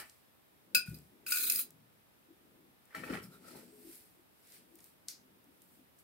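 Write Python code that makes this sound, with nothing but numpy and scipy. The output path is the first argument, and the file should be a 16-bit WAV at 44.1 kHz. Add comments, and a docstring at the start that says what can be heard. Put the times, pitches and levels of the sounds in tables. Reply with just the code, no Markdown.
"""A steel turner clinks on a china plate and is drawn across it, then knocks and rubs in a foil-lined tray.
Plate and tray are banks of ringing modes, excited by blows and by the grit of sliding; noise rings narrow tones.
Foil is shaped crackle plus single ticks; table and tray bottom boom low under shifting load and thuds.
Baked food is being served in a small tiled kitchen: delays echo the contacts over a faint two-sided hiss."""
import sys
import numpy as np
from scipy import signal
from scipy.fft import rfft, irfft, next_fast_len
from scipy.io import wavfile
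from scipy.ndimage import uniform_filter1d

SR = 44100
rng = np.random.default_rng(int(sys.argv[2]) if len(sys.argv) > 2 else 0)


def int16_out(signal):
    """Quantize to a 16-bit WAV file."""
    q = np.round(np.clip(np.atleast_2d(signal).T, -1, 1) * 32767)
    wavfile.write(sys.argv[1], SR, q.astype(np.int16))


N = 266319

# Plate and turner ringing together. Each row: pitch in Hz, relative level in dB, undamped T60 in seconds.
PLATE_MODES = [(1461.4, -11.5, 0.1), (1490, -11.5, 0.1), (1820, -26, .06), (2398, -18, 0.16),
               (2458, -11.5, 0.27), (2540, -10, 0.17), (2590, -3, .12), (3870, -15, .08),
               (4054, -10, 0.074), (4240, -12.5, .08), (4490, -14, .1), (4925, -2, 0.14), (5470, -19, .1),
               (6370, -16, .1), (6810, -16, 0.072), (7134, -19, .08), (7530, -22, 0.074), (8320, -10, .08),
               (8820, -7, .11), (9000, -12.5, 0.11), (9330, -8.5, 0.11), (9600, -14, .07), (10826, -7, 0.1),
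               (11370, -7, 0.12), (11900, -17, .06), (12380, -10, 0.09), (13100, -6.5, .1), (13660, -5, .1),
               (14430, -14.5, 0.0705), (14200, -6, 0.0913), (15000, -10.5, 0.077), (15750, -15, .08)]
# Steel on china. Each row: start in seconds, relative level in dB, brightness in dB per octave about 4 kHz.
CLINKS = [(0.7474, -9.5, -2.4), (0.873, -50.5, -13.5), (0.9427, -45, 3.5), (1.2642, -31.5, -7),
          (1.3197, -15.5, -0.5), (1.3701, -21.5, -2.5), (1.4364, -31, 5), (1.4982, -17.5, 8),
          (1.5205, -28.5, 10.5), (1.558, -27, 10)]
# Turner drawn over the plate. Each row: time in seconds, relative level in dB, edge chatter pitch in Hz.
DRAW = [(1.264, -44.5, 4330), (1.312, -35, 4490), (1.335, -32, 4470), (1.41, -35, 4200),
        (1.49, -36.5, 4000), (1.545, -38.5, 4330), (1.574, -39, 4600), (1.617, -41.5, 4820),
        (1.635, -63, 4870)]
# Baking tray. Each row: pitch in Hz, relative level in dB, T60 in seconds.
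TRAY_MODES = [(530, -3.5, 0.017), (649, -14, 0.12), (865, -9, 0.025), (1230, -24, 0.31), (1337, -1, 0.057),
              (1512, -4, 0.028), (1812, -11, 0.055), (1856, 5.5, 0.01), (2094, -8.5, 0.01),
              (2284, -11, 0.043), (2573, -11, 0.068), (2930, -8.5, 0.011), (3800, -26, 0.015),
              (4310, -16, 0.034), (5150, -17, 0.052)]
# Turner against the tray. Each row: start in seconds, relative level in dB, brightness in dB per octave.
KNOCKS = [(2.947, -30, -0.5), (3.035, -38, -3), (3.098, -32.5, 1.5), (3.134, -35, -1.5)]
# Turner rubbing along the tray in jerks. Each row: peak time in seconds, relative level in dB,
# rise in seconds per 20 dB, pitch favoured by the point of contact in Hz.
RUBS = [(0, -56, .003, 1850), (2.949, -53, .003, 1600), (3.0, -60, .1, 1600), (3.04, -55.5, .03, 1400),
        (3.075, -57, .1, 1300), (3.105, -51, .03, 900), (3.135, -53, .08, 1500), (3.17, -57, .1, 1500),
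        (3.48, -58.5, .065, 600), (3.58, -60.5, .12, 620), (4.41, -74.5, .01, 700), (4.55, -79, .09, 2100)]
# Tines and lightly rubbed tray singing on single narrow tones. Each row: start in seconds, length in seconds,
# pitch in Hz, level in dB before the fade in and out.
SINGS = [(3.09, .1, 12700, -74), (3.2, .1, 1310, -63.5), (3.22, 0.036, 5170, -61), (3.281, .13, 1341, -64),
         (3.309, 0.062, 3880, -70), (3.41, 0.093, 1340, -63), (3.425, 0.15, 9760, -68),
         (3.43, 0.091, 5030, -71), (3.547, 0.037, 4230, -64), (3.585, 0.32, 8300, -75),
         (3.878, .14, 11000, -64)]
# Foil and crust rustling in swells. Each row: peak time in seconds, level in dB, rise and fall in seconds
# per 20 dB, treble over the rest in dB.
RUSTLES = [(0, -45, 0.0033, 0.039, -1.5), (.06, -64.5, 0.069, 0.26, -1), (0.859, -57.5, .003, 0.23, 1.5),
           (2.949, -54, .003, .2, -5), (3.05, -56.5, .05, .15, -5), (3.15, -52.5, 0.2, 0.077, -5.5),
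           (3.238, -56.5, 0.037, 0.067, 3), (3.34, -63, .1, 0.11, -1), (3.49, -58, 0.12, 0.36, -6),
           (3.57, -58, 0.12, 0.21, -1.5), (3.93, -57, 0.31, 0.23, 4), (4.551, -58, 0.2, 0.11, -1.5),
           (4.86, -64.5, 0.25, 0.12, 4), (5.086, -48.5, 0.0073, 0.066, 2.5), (5.619, -71, 0.0032, .15, 11),
           (5.75, -71.5, 0.44, 0.12, 7.5), (6.0, -66, 0.038, 0.026, 8)]
# Rustle spectrum. Each row: frequency in Hz, relative density in dB per Hz.
RUSTLE_COLOUR = [(880, -50), (1500, -6), (2040, -1.5), (2370, -1.5), (3550, -10.5), (4920, 0.5),
                 (6830, -16), (8740, -2.5), (12700, 0.5), (16000, -16)]
# Single ticks of foil and steel. Each row: start in seconds, peak in dB before panning, centre in Hz,
# left over right in dB.
TICKS = [(0.0966, -43, 6450, -2), (0.897, -44, 12700, 16), (0.987, -46, 11400, 4), (1.646, -43, 12000, -1),
         (1.706, -42.5, 11950, -1), (2.8545, -52, 11300, 4), (2.968, -59, 12500, 3), (3.043, -46, 14000, 5),
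         (3.229, -45.5, 9500, 3), (3.484, -45, 8760, 6), (3.575, -50, 12500, 1), (3.743, -66, 8490, 3),
         (3.955, -45, 10900, 10.5), (4.472, -49, 8600, 5), (4.5216, -46.5, 8350, 9), (4.755, -41, 12700, 0),
         (4.788, -46.5, 9250, -4), (4.792, -53.5, 2600, 0), (4.805, -47, 8050, -1), (4.842, -41.5, 9700, 1),
         (5.084, -25.5, 6670, 0), (5.4420, -53, 11300, 0), (5.6195, -45.5, 9400, -4.5),
         (5.9887, -51.5, 8250, 5)]
# Table and tray bottom. Each row: pitch in Hz, T60 in seconds.
TABLE_MODES = [(70, 0.45), (120, 0.24), (156, 0.29), (183, 0.17), (209, 0.13), (255, 0.13), (310, 0.028),
               (345, 0.023), (420, 0.95)]
# Cook leaning on tray and plate. Each row: peak time in seconds, relative level in dB, rise and fall in
# seconds per 20 dB, pitch favoured by where the load bears in Hz.
LOADS = [(.77, -59, 0.1, 0.079, 277), (.93, -58.5, 0.13, 0.23, 183), (1.549, -66, 1, 0.36, 290),
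         (1.849, -70, 0.87, 0.33, 156), (2.57, -71.5, 0.58, 0.37, 270), (2.965, -57.5, 0.013, 0.86, 248),
         (3.13, -46, 0.1, 0.14, 255), (3.201, -54.5, 0.11, 0.17, 174), (3.55, -60.5, 0.21, 0.35, 284),
         (3.8, -69.5, 0.27, 0.5, 287), (4.6, -74, 0.39, 0.78, 286), (5.3, -75, 0.94, 1.6, 250)]
# Things set down or nudged. Each row: start in seconds, relative level in dB, centre in Hz, contact in seconds.
THUDS = [(0.877, -41, 147, 0.018), (1.736, -63, 159, 0.058), (2.27, -40.5, 330, 0.083),
         (3.095, -32, 308.7, 0.02), (3.7, -48, 382, 0.058), (3.811, -30, 330.6, 0.13),
         (4.14, -45, 350, 0.114), (4.691, -39.5, 335, 0.11), (5.441, -45.5, 283, 0.1),
         (5.75, -46.5, 306.5, 0.092)]
# Hiss spectrum. Each row: frequency in Hz, relative density in dB per Hz.
HISS_COLOUR = [(18, -46), (30, -8), (153, -2.5), (221, -2.5), (266, -2.5), (336, -4.5), (461, -7),
               (554, -6.5), (937, -9), (3060, -15), (6900, -24), (13700, -15), (16000, -23)]
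# Left-right likeness of the hiss. Each row: frequency in Hz, correlation from -1 to 1.
HISS_LIKENESS = [(60, 0.24), (180, -0.045), (550, -0.15), (1650, -0.17), (4970, -0.095), (15000, -0.1)]

PLATE_HEARD_UNTIL_S, TRAY_HEARD_UNTIL_S = 2.2, 5.0
# the draw thins out towards the rim
DRAW_START_DB_PER_OCTAVE, DRAW_BRIGHTENS_DB_PER_OCTAVE_S = -2, 32
# modes this close to the edge's pitch are driven harder
NEAR_DB, NEAR_OCTAVES = 7.5, .07
# pressed plate rings die this many times faster at 4 kHz, growing as this power of pitch
PRESSED_DAMPING, DAMPING_POWER = 2.6, .45
RUB_FALL_S_PER_20_DB = 0.067
# rub drive lost one octave off the favoured pitch; far more in a rub lighter than FIRM_DB
FIRM_DB, FIRM_LOSS_DB, LIGHT_LOSS_DB = -61, 6, 73
SING_T60_AT_5_KHZ_S = 0.015
TREBLE_FROM_HZ = 7800
TICK_T60_S = 0.013
# after the loudest tick the foil shivers on
SHIVER_DB, SHIVER_HZ, SHIVER_T60_S = -39.5, 5230, 0.26
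# what is set down rocks while in contact
ROCK_HZ, ROCK_DEPTH = 45, 1.1
KITCHEN_T60_S, KITCHEN_DB = 0.21, -14.5
WALL_HALF_T60_HZ = 18000
HISS_DB = -66.5
LOW_CUT_HZ, CUTOFF_HZ = 56, 15780


def from_db(db):
    """Decibels to gain."""
    return 10 ** (np.asarray(db) / 20)


def rms_one(x):
    """Scales to unit rms."""
    return x / np.sqrt(np.mean(x ** 2) + 1e-20)


def sides(pan_db):
    """Left and right gains, pan_db apart."""
    return from_db([[pan_db / 2], [-pan_db / 2]])


def filtered(x, order, hz, kind):
    """Butterworth filter."""
    return signal.sosfilt(signal.butter(order, hz, kind, fs=SR, output="sos"), x)


def in_time(stroke):
    """Level of a stroke sample by sample, -120 dB before and after."""
    before, after = (stroke[0][0] - .01, -120), (stroke[-1][0] + .03, -120)
    s, level_db = np.transpose([before, *[row[:2] for row in stroke], after])
    return np.interp(np.arange(N) / SR, s, level_db)


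def swells(s, level_db, rise_s, fall_s):
    """Each swell climbs to its peak and sinks in straight dB; gives the level and which is loudest."""
    late_s = np.arange(0, N, 16)[:, None] / SR - s
    each_db = level_db - 20 * np.maximum(late_s / fall_s, -late_s / rise_s)
    return np.repeat(each_db.max(axis=1), 16)[:N], np.repeat(each_db.argmax(axis=1), 16)[:N]


def at_hz(points, hz):
    """Reads a spectrum on a log axis."""
    point_hz, value = np.array(points)[:, :2].T
    return np.interp(np.log(hz), np.log(point_hz), value)


def grit(per_s, spread_db):
    """Slips of a rough contact: random clicks of uneven size, rms 1."""
    size = from_db(spread_db * np.minimum(rng.exponential(1, N), 5)) * rng.choice([-1, 1], N)
    return rms_one(size * (rng.random(N) < per_s / SR))


def ring(clicks, hz, t60_s, turn_rad=0.):
    """A unit click rings a decaying sine of height 1, its phase turn_rad apart between the sides."""
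    r, w = from_db(-60 / (t60_s * SR)), 2 * np.pi * hz / SR
    raw = signal.lfilter([1], [1, -2 * r * np.cos(w), r * r], clicks + 1e-18)
    late = np.r_[0, raw[:-1]] * r
    return np.array([np.sin(p) * raw + np.sin(w - p) * late for p in (turn_rad / 2, -turn_rad / 2)])


def noise_drive_gain(t60_s):
    """Gain that lets a noise-driven ring keep the drive's rms."""
    return np.sqrt(4 * np.log(1000) / (t60_s * SR))


def slow_waver(shape, size):
    """Noise smoothed twice, rms 1."""
    return rms_one(uniform_filter1d(uniform_filter1d(rng.standard_normal(shape), size=size), size=size))


def struck(modes, blows, blow_db, drive, contact_s, rattle, pressed_from_s, damping, until_s):
    """Blows and a rubbing drive(hz) excite one set of modes, damped once the turner presses on the body."""
    s, peak_db, tilt_db = np.transpose(blows)
    at, out, n = np.round(s * SR).astype(int), 0, round(until_s * SR)
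    luck_db = rng.normal(0, 2.5, (len(s), len(modes)))  # each blow weighs the modes anew
    shake = slow_waver((2, n), 300)
    travel = slow_waver(n, 1500)
    pressed = np.arange(n) > pressed_from_s * SR
    for k, (hz, level_db, t60_s) in enumerate(modes):
        turn_rad = 1.3 * (-1) ** k  # each mode radiates its own pattern
        hit = np.zeros(n)
        hit[at] = from_db(peak_db + blow_db + tilt_db * np.log2(hz / 4000) + luck_db[:, k])
        # the ring builds up while the contact lasts
        push = ring(hit, hz, contact_s)[0] * 2 * np.log(1000) / (contact_s * SR)
        held_t60_s = t60_s / damping(hz)
        rub = drive(hz)[:n] * noise_drive_gain(held_t60_s)
        # sliding across nodes and bellies evens the modes out
        rub = rub * from_db(3.5 * np.roll(travel, 7001 * k) - level_db / 2)
        # loose contact makes every mode waver in its own way
        uneven = 1 + rattle * np.roll(shake, 5003 * k, axis=1)
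        free = ring(push * ~pressed, hz, t60_s, turn_rad)
        held = ring(push * pressed + rub, hz, held_t60_s, turn_rad)
        out = out + from_db(level_db) * (free + held) * uneven
    return np.pad(out, [(0, 0), (0, N - n)])


def banded(spectrum, white, likeness):
    """Half-octave bands of two noise pairs, each with its own level and left-right likeness; rms 1."""
    out, edges = 0, 30 * 2 ** np.arange(0, 9.6, .5)
    for k, (low, high) in enumerate(zip(edges, np.minimum(edges[1:], 20000))):
        centre_hz = np.sqrt(low * high)
        mid, side = filtered(white[k % 2], 2, [low, high], "band")
        alike = np.clip(at_hz(likeness, centre_hz), -1, 1)
        pair = np.sqrt(1 + alike) * mid + np.sqrt(1 - alike) * side * [[1], [-1]]
        out = out + from_db(at_hz(spectrum, centre_hz)) * pair
    return rms_one(out)


def clink_crack():
    """Each clink adds a short burst of high noise."""
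    crack = np.zeros(N)
    crack[[round(s * SR) for s, *_ in CLINKS]] = from_db(np.array(CLINKS)[:, 1] - 9.0)
    crack = signal.lfilter([1], [1, -from_db(-60 / (.05 * SR))], crack)  # T60 .05 s
    crack = uniform_filter1d(crack, size=60, origin=29)  # softens the onset
    return filtered(crack * rng.standard_normal((2, N)), 2, 3300.0, "high")


def plate():
    """Clinks and the long draw ring the china; the bare friction hiss is heard beside the modes."""
    t = np.arange(N) / SR
    drawn_s = np.clip(t - DRAW[0][0], 0, DRAW[-1][0] - DRAW[0][0])
    tilt_db = DRAW_START_DB_PER_OCTAVE + DRAW_BRIGHTENS_DB_PER_OCTAVE_S * drawn_s
    catch = rms_one(uniform_filter1d(rng.standard_normal(N), size=200))
    level_db = in_time(DRAW) + 1.6 * catch  # the edge catches unevenly
    edge_hz = np.interp(t, *np.transpose(DRAW)[::2])
    slips = grit(per_s=7300.0, spread_db=4.5)

    def drive(hz):
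        """Slips push hardest on modes near the edge's chatter pitch."""
        near_db = NEAR_DB * np.exp(-(np.log2(hz / edge_hz) / NEAR_OCTAVES) ** 2)
        return slips * from_db(level_db - 19.5 + tilt_db * np.log2(hz / 4000) + near_db)

    def damping(hz):
        """Pressed rings die faster with rising pitch."""
        return PRESSED_DAMPING * (hz / 4000) ** DAMPING_POWER

    rings = struck(PLATE_MODES, CLINKS, -14.5, drive, contact_s=0.0051, rattle=1.0,
                   pressed_from_s=1.2, damping=damping, until_s=PLATE_HEARD_UNTIL_S)
    rasp = np.array([grit(per_s=11000.0, spread_db=0.5) for side in (0, 1)])
    friction = from_db(level_db + 3.3) * filtered(rasp, 3, 9000.0, "high")
    # too small a body to radiate bass
    return filtered(rings + friction + clink_crack(), 8, 1250.0, "high") * sides(1.3)


def tray():
    """Knocks and rubbing ring the sheet metal; the contact point favours modes near one pitch."""
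    s, peak_db, rise_s, contact_hz = np.transpose(RUBS)
    level_db, which = swells(s, peak_db, rise_s, RUB_FALL_S_PER_20_DB)
    centre_hz = contact_hz[which]
    loss_db = np.where(peak_db < FIRM_DB, LIGHT_LOSS_DB, FIRM_LOSS_DB)[which]
    slips = grit(per_s=2500.0, spread_db=2.5)

    def drive(hz):
        """Slips weaken with squared distance in octaves from the favoured pitch."""
        return slips * from_db(level_db - loss_db * np.log2(hz / centre_hz) ** 2)

    rings = struck(TRAY_MODES, KNOCKS, -8.5, drive, contact_s=0.008, rattle=0.71,
                   pressed_from_s=0, damping=lambda hz: 1, until_s=TRAY_HEARD_UNTIL_S)
    return rings * sides(1.0)


def narrow_tones():
    """Noise rings one short mode for each singing of tine or lightly rubbed tray; lower tones ring longer."""
    out = np.zeros((2, N))
    noises = rng.standard_normal((len(SINGS), 16000))
    for (s, length_s, hz, level_db), noise in zip(SINGS, noises):
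        at, size = round(s * SR), round(length_s * SR)
        t60_s = SING_T60_AT_5_KHZ_S * np.sqrt(5000 / hz)
        tone = rms_one(ring(noise[:size], hz, t60_s, turn_rad=1.35))
        out[:, at:at + size] += from_db(level_db) * np.hanning(size) * tone
    return out


def foil_bed():
    """A dense bed of tiny creases swells and leans towards treble or away from it."""
    white = np.array([[grit(per_s=7400.0, spread_db=3.0) for side in (0, 1)] for pair in (0, 1)])
    bed = banded(RUSTLE_COLOUR, white, [(1000, 0.077), (16000, 0.03)])
    *shape, treble_db = np.transpose(RUSTLES)
    level_db, which = swells(*shape)
    lean = from_db(uniform_filter1d(treble_db[which], size=900) / 2)
    low, high = (filtered(bed, 4, TREBLE_FROM_HZ, kind) for kind in ("low", "high"))
    return from_db(level_db) * (low / lean + high * lean)


def foil_ticks():
    """Single ticks and one shiver, each a decaying noise burst about its own pitch."""
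    out = np.zeros((2, N))
    loudest_s = max(TICKS, key=lambda row: row[1])[0]
    bursts = [(*row, TICK_T60_S) for row in TICKS]
    bursts.append((loudest_s, SHIVER_DB, SHIVER_HZ, -1.5, SHIVER_T60_S))
    noises = rng.standard_normal((len(bursts), 2, 8000))
    for (s, peak_db, hz, pan_db, t60_s), noise in zip(bursts, noises):
        width = 1.25 + .004 / t60_s  # the shorter the tick, the wider its band
        decay = from_db(-60 * np.arange(8000) / (t60_s * SR))
        # noise[0] on both sides keeps them partly alike
        tick = filtered((noise[0] + noise) * decay, 2, [hz / width, min(hz * width, 19000)], "band")
        tick = from_db(peak_db) * sides(pan_db) * tick / np.abs(tick).max()
        at = round(s * SR)
        out[:, at:at + 8000] += tick[:, :N - at]
    return out


def thud_press(thud_hz, contact_s):
    """Force of a thing set down: the contact yields, swings and rocks."""
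    size = round(contact_s * SR)
    t = np.arange(size) / SR
    press = np.hanning(size) * (np.sin(2 * np.pi * thud_hz * t) + 0.43) * 4 / size
    return press * (1 + ROCK_DEPTH * np.cos(2 * np.pi * ROCK_HZ * (t - contact_s / 2)))


def table():
    """Shifting load and soft thuds set the low modes booming."""
    *shape, bearing_hz = np.transpose(LOADS)
    level_db, which = swells(*shape)
    centre_hz = bearing_hz[which]
    push, out = rng.standard_normal(N), 0
    for hz, t60_s in TABLE_MODES:
        favour_db = -30.4 * np.log2(hz / centre_hz) ** 2
        force = push * from_db(level_db + favour_db) * noise_drive_gain(t60_s)
        for s, peak_db, thud_hz, contact_s in THUDS:
            press = thud_press(thud_hz, contact_s)
            at = round(s * SR)
            thud_db = peak_db - 3.0 - 5 * np.log2(hz / thud_hz) ** 2
            force[at:at + len(press)] += from_db(thud_db) * press
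        # only motion radiates
        moving = np.gradient(uniform_filter1d(force, size=40)) * SR / (2 * np.pi * hz)
        out = out + ring(moving, hz, t60_s, turn_rad=hz / 770.0) * sides(hz / 60.0)
    return out


def kitchen(x):
    """Twelve feedback delays a side, duller on every round, summed on a frequency grid."""
    size = next_fast_len(N + SR)
    w = 2 * np.pi * np.arange(size // 2 + 1) / size
    t60_s = KITCHEN_T60_S / (1 + (w * SR / (2 * np.pi * WALL_HALF_T60_HZ)) ** 2)
    walls = np.zeros((2, len(w)), complex)
    lags = (rng.uniform(.009, .032, size=24) * SR).astype(int)
    for k, lag in enumerate(lags):
        loop = from_db(-60 * lag / SR / t60_s) * np.exp(-1j * w * lag)
        walls[k % 2] += loop / (1 - loop) * (-1) ** (k // 2)
    return irfft(walls * rfft(x, size), size)[:, :N]


def hiss():
    """Steady microphone noise, its left-right likeness set band by band."""
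    return from_db(HISS_DB) * banded(HISS_COLOUR, rng.standard_normal((2, 2, N)), HISS_LIKENESS)


def scene():
    """All contacts, the kitchen's echo of all but the table, and the steady hiss."""
    near = plate() + tray() + narrow_tones() + foil_bed() + foil_ticks()
    return near + from_db(KITCHEN_DB) * kitchen(near) + table() + hiss()


def record(dry):
    """The microphones drop the deepest bass; the top is cut steeply."""
    thin = filtered(dry, 3, LOW_CUT_HZ, "high")
    return signal.sosfilt(signal.ellip(12, .5, 70, CUTOFF_HZ, fs=SR, output="sos"), thin)


dry = scene()
out = record(dry)
int16_out(out)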